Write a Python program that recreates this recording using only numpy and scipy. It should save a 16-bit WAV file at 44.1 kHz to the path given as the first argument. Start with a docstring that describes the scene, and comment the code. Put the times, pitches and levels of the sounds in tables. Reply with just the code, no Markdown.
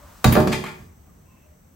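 """Plastic bucket set down.

A big empty bucket meets a hard floor in a small bare room, close to the microphone. Its base lands
with a crack (damped wall modes) and a deep boom (body modes). It rocks onto its foot rim, knocks
again and scuffs over grit in stick-slip clicks. The plastic squeaks faintly under the hand, over
quiet room noise. A broad background hiss swells around the first knocks, then fades."""
import sys
import numpy as np
from scipy import signal
from scipy.fft import rfft, irfft
from scipy.io import wavfile

SR = 44100
rng = np.random.default_rng(int(sys.argv[2]) if len(sys.argv) > 2 else 0)


def file_out(sig):
    """Save sig as 16-bit WAV at sys.argv[1]."""
    # one column per channel
    cols = np.atleast_2d(sig).T
    # limit, then scale
    lim = np.clip(cols, -1, 1)
    pcm = np.round(lim * 32767).astype(np.int16)
    wavfile.write(sys.argv[1], SR, pcm)


N = 77175

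# Body modes: pitch_hz, base_struck_db, rim_struck_db, scuffed_db, t60_s
BUCKET_MODES = [(58.3, -12.5, -48, -38, 0.34), (86.4, -10.5, -24, -48.5, 0.34), (122.9, -5, -33, -40, 0.33),
                (152.2, -20, -16, -43, 0.65), (177.7, -15.5, -33.5, -42, 0.62),
                (223.46, -13, -24, -38, .68), (245.4, -19, -28, -35, .5), (303, -25, -30, -33, 0.56),
                (320.2, -35, -22.5, -20, .4), (370.4, -37.5, -22, -32, 0.73), (399, -41, -30, -30, 0.32),
                (435.1, -45.5, -22.5, -40, 0.81), (528, -20.5, -36, -14, 0.11), (616, -31, -14, -7, 0.27),
                (747, -10, -21.5, -33, .08), (756.7, -32, -26.5, -11, 0.47), (883, -19.5, -23.5, 3.5, 0.15),
                (928, -33.5, -24.5, -4.5, 0.061), (1070, -34.5, -27.5, -28, 0.24),
                (1236, -22.5, -31, 4, 0.032), (1401, -29, -25, -3, 0.15), (1526, -17.5, -26.5, -6, .06),
                (2023, -33, -40, -1.5, 0.36), (2234, -18, -35, 2, .035), (2475, -12.5, -37, 0, 0.032),
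                (3183, -33.5, -42.5, -4, .07), (3897, -21.5, -42, -9, 0.084), (4210, -20.5, -45.5, -7, .05)]
# Blows that ring the whole bucket: start_s, base_db, rim_db, push_s
FLOOR_BLOWS = [(.2445, -1, -11.5, 0.00018), (.3555, -30, -9.5, 0.00035), (0.3658, -16.5, 2.5, .0005),
               (0.4727, -23, -24, .0005), (0.529, -26, -23, .002), (.7830, -35, -38.5, 0.0065),
               (1.0700, -44, -48, 0.0041)]
# Points of the contact spectra: freq_hz
CONTACT_HZ = [300, 800, 2000, 4500, 8000, 11500, 16000]
# Plastic hitting the floor: start_s, rise_s, t60_s, level_db at each CONTACT_HZ
FLOOR_CRACKS = [(.2420, 0.0031, .040, -32, -13.5, -18, -24.5, -23, -20.5, -19.5),
                (.3220, 0.0048, 0.078, -16.5, -34, -25, -33, -42, -20, -28.5),
                (0.3516, 0.0044, 0.016, -21.5, -15, -25, -29.5, -41, -37.5, -54.5),
                (0.363, .0020, 0.11, -31, -15.5, -34, -51, -43.5, -46.5, -56),
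                (0.4008, 0.0011, 0.065, -27.5, -23.5, -37, -40.5, -39.5, -45.5, -50),
                (0.4715, 0.0028, 0.085, -22, -30.5, -31, -37.5, -37.5, -39.5, -61)]
# Foot rim over grit: start_s, rise_s, t60_s, level_db at each CONTACT_HZ, ring_db
FOOT_SCUFFS = [(0.514, 0.018, 0.083, -53, -35, -29, -34.5, -34.5, -35.5, -49, -26),
               (0.638, 0.0016, 0.043, -61.5, -28, -36.5, -54, -41, -44, -60, -31.5),
               (.6490, 0.018, .17, -51.5, -58, -38.5, -54, -53.5, -53.5, -62, -37.5)]
# Hand rubs (narrow), background hiss (broad, third row): start_s, length_s, centre_hz, width_hz, level_db
RUBS_AND_HISS = [(-.12, 0.39, 1070, 820, -55.5), (-.10, 0.25, 580, 46.3, -53.5),
                 (-.10, 1, 8200, 21000, -54), (1.064, 0.06, 1175, 111.1, -66.5),
                 (1.25, 0.23, 2650, 150, -69.5), (1.282, 0.29, 2234, 1202, -73),
                 (1.249, 0.16, 1045, 59.8, -68.5), (1.439, 0.15, 609, 25.23, -63.5)]
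# Reverberation: freq_hz, wet_db, t60_s
ROOM_DECAY = [(150, -5, .55), (396, -1.5, 0.57), (1000, -2.5, .52), (2193, -2, 0.43), (4170, 0, 0.39),
              (7960, -1, 0.36), (14260, -5.5, .42)]
# Stereo image (pan is left minus right): freq_hz, direct_side_db, room_side_db, pan_db
STEREO_IMAGE = [(80, -22, -18, -7), (300.7, -10, -2, -2.6), (980, -9.5, 1.5, -0.3), (4400, -7, -3, 3),
                (8000, -7.5, -2, 2)]
# Room noise spectrum: freq_hz, relative_db
NOISE_SPECTRUM = [(20, -10), (45, -6), (85, 1), (112, -13.5), (150, -7), (370, -22), (650, -24.5),
                  (1100, -29), (2200, -35.5), (3500, -41), (5300, -42.5), (6000, -31), (7000, -42.5),
                  (7700, -32.5), (9000, -40.5), (12000, -36), (15500, -33.5)]

BANDS_HZ = 180 * 2 ** (np.arange(14) / 2)
BOOM_LAG_S, BOOM_BELOW_HZ, RING_PAN_DB = 0.009, 285.4, -2.1
GRIT_CLICKS_PER_S, GRIT_RUB_GAIN = 2500, 0.8
ROOM_ONSET_S, RING_SEND_DB = 0.01, -10
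NOISE_DB, NOISE_REF_S, NOISE_FALL_DB_PER_S = -52, 1.5, 2.5
JOIN_FROM_HZ, JOIN_FULL_HZ, JOIN_LAG_S = 7700, 8450, 0.000281
LOW_CUT_HZ, HIGH_CUT_HZ = 37, 15900


def bucket_ring():
    """Blows ring the body modes, weighted by where they land. Low modes lag as the base flexes."""
    image_hz, side_db, _, _ = np.array(STEREO_IMAGE).T
    out = np.zeros((2, N))
    for k, (hz, base_struck_db, rim_struck_db, _, t60_s) in enumerate(BUCKET_MODES):
        lag_s = BOOM_LAG_S / (1 + (hz / BOOM_BELOW_HZ) ** 4)
        force = np.zeros(N)
        for start_s, base_db, rim_db, push_s in FLOOR_BLOWS:
            strength = undb(base_db + base_struck_db) + undb(rim_db + rim_struck_db)
            force[int((start_s + lag_s) * SR)] += strength / np.hypot(1, hz * push_s / 2)  # long: duller
        ring = mode(force, hz, t60_s)
        out += spread(ring.imag, (-1) ** k * ring.real, at_hz(hz, image_hz, side_db), RING_PAN_DB)
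    return out


def wall_contacts(t, contacts, drive):
    """Dense, quickly damped wall modes answer each contact, band by band."""
    envelopes = [swell(t, *row[:3]) for row in contacts]
    spectra_db = [row[3:3 + len(CONTACT_HZ)] for row in contacts]
    image_hz, side_db, _, pan_db = np.array(STEREO_IMAGE).T
    side = rng.standard_normal(N)
    out = 0
    for hz in BANDS_HZ:
        power = sum((env * undb(at_hz(hz, CONTACT_HZ, db))) ** 2 for env, db in zip(envelopes, spectra_db))
        carrier = spread(band(drive, hz), band(side, hz),
                         at_hz(hz, image_hz, side_db), at_hz(hz, image_hz, pan_db))
        out += np.sqrt(power) * carrier
    return out


def scuff_ring(t):
    """Stick-slip clicks of the scuffs make the body modes chatter."""
    force = grit() * sum(swell(t, *row[:3]) * undb(row[-1]) for row in FOOT_SCUFFS)
    ring = sum(undb(db) * unit(mode(force, hz, t60_s).imag) for hz, _, _, db, t60_s in BUCKET_MODES)
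    return unit(ring) * np.std(force)


def grit():
    """Dense stick-slip clicks over smooth rubbing."""
    clicks = (rng.random(N) < GRIT_CLICKS_PER_S / SR) * rng.standard_normal(N)
    return unit(clicks) + GRIT_RUB_GAIN * rng.standard_normal(N)


def rubs_and_hiss(t):
    """Noise bands that swell and fade: narrow hand squeaks, and broad hiss around the first knocks."""
    out = 0
    for start_s, length_s, hz, width_hz, level_db in RUBS_AND_HISS:
        b, a = signal.iirpeak(hz, hz / width_hz, fs=SR)
        mid, side = signal.lfilter(b, a, signal.lfilter(b, a, rng.standard_normal((2, N))))
        progress = np.clip((t - start_s) / length_s, 0, 1)
        envelope = np.sqrt(np.abs(np.sin(np.pi * progress)))
        out += undb(level_db) * envelope * spread(unit(mid), unit(side), side_db=-6, pan_db=1)
    return out


def room_reverb(t, send):
    """Diffuse reverberation of bare walls, shorter in the treble."""
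    room_hz, wet_db, t60_s = np.array(ROOM_DECAY).T
    image_hz, _, side_db, pan_db = np.array(STEREO_IMAGE).T
    mid, side = rng.standard_normal((2, N))
    onset = 1 - np.exp(-(t / ROOM_ONSET_S) ** 2)
    response = 0
    for hz in BANDS_HZ:
        envelope = onset * fade(t, at_hz(hz, room_hz, t60_s))
        band_share = hz / np.sqrt(2) / SR
        gain = undb(at_hz(hz, room_hz, wet_db)) * np.sqrt(band_share / np.sum(envelope ** 2))
        carrier = spread(band(mid, hz), band(side, hz),
                         at_hz(hz, image_hz, side_db), at_hz(hz, image_hz, pan_db))
        response += gain * envelope * carrier
    return signal.fftconvolve(send[None], response, axes=1)[:, :N]


def room_noise(t):
    """Low rumble and thin hiss, slowly fading. Bass is near mono."""
    hz, db = np.array(NOISE_SPECTRUM).T
    image_hz, _, side_db, _ = np.array(STEREO_IMAGE).T
    mid = noise(hz, db)
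    side = noise(hz, db + at_hz(hz, image_hz, side_db))
    level_db = NOISE_DB - NOISE_FALL_DB_PER_S * (t - NOISE_REF_S)
    return undb(level_db) * spread(mid, side, side_db=-9, pan_db=0.7)


def mode(force, hz, t60_s):
    """Damped resonance with a smooth onset; real and imaginary parts in quadrature."""
    pole = np.exp((2j * np.pi * hz - np.log(1000) / t60_s) / SR)
    onset = pole * np.exp(-4 * hz / SR)
    return signal.lfilter([0, pole - onset], [1, -pole - onset, pole * onset], force)


def swell(t, start_s, rise_s, t60_s):
    """Linear rise, exponential decay."""
    return np.clip((t - start_s) / rise_s, 0, 1) * fade(t - start_s - rise_s, t60_s)


def fade(t, t60_s):
    """1 until t = 0, then exponential decay."""
    return np.exp(-np.log(1000) * np.maximum(t, 0) / t60_s)


def band(x, hz):
    """Half-octave band, rms 1."""
    edge = 2 ** 0.25
    return unit(signal.sosfilt(signal.butter(3, [hz / edge, hz * edge], "band", fs=SR, output="sos"), x))


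def noise(hz, db):
    """Noise with spectrum (hz, db), rms 1."""
    bins_hz = np.maximum(np.fft.rfftfreq(N, 1 / SR), 1)
    return unit(irfft(rfft(rng.standard_normal(N)) * undb(at_hz(bins_hz, hz, db)), N))


def spread(mid, side, side_db, pan_db):
    """Mid/side to left/right."""
    sign = np.array([[1], [-1]])
    return (mid + sign * undb(side_db) * side) * undb(sign * pan_db / 2)


def at_hz(hz, points_hz, values):
    """Interpolate over log frequency."""
    return np.interp(np.log(hz), np.log(points_hz), values)


def undb(db):
    """Decibels to gain."""
    return 10 ** (np.asarray(db) / 20)


def unit(x):
    """Scale to rms 1."""
    return x / np.sqrt(np.mean(x ** 2))


def join_treble(x):
    """Above the crossover both channels carry one signal, a short lag apart."""
    hz = np.fft.rfftfreq(N, 1 / SR)
    spectrum = rfft(x)
    share = np.interp(hz, [JOIN_FROM_HZ, JOIN_FULL_HZ], [0, 1])
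    phase_rad = 2 * np.pi * np.maximum(hz - JOIN_FULL_HZ, 0) * np.array([[0], [JOIN_LAG_S]])
    joined = spectrum.mean(axis=0) * np.exp(1j * phase_rad)
    return irfft((1 - share) * spectrum + share * joined, N)


def scene():
    """Bucket, hand and hiss in the room, stereo."""
    t = np.arange(N) / SR
    body = bucket_ring() + scuff_ring(t)
    cracks = wall_contacts(t, FLOOR_CRACKS, rng.standard_normal(N))
    scuffs = wall_contacts(t, FOOT_SCUFFS, grit())
    background = room_noise(t)
    send = (cracks + scuffs + undb(RING_SEND_DB) * body).mean(axis=0)
    return body + cracks + scuffs + room_reverb(t, send) + rubs_and_hiss(t) + background


def record(dry):
    """Recorder: treble join, low cut, soft clip, high cut."""
    low_cut = signal.butter(4, LOW_CUT_HZ, "high", fs=SR, output="sos")
    high_cut = signal.ellip(8, 0.2, 80, HIGH_CUT_HZ, fs=SR, output="sos")
    thinned = signal.sosfilt(low_cut, join_treble(dry))
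    clipped = thinned / (1 + (thinned / 0.98) ** 8) ** (1 / 8)
    return signal.sosfilt(high_cut, clipped)


dry = scene()
out = record(dry)
file_out(out)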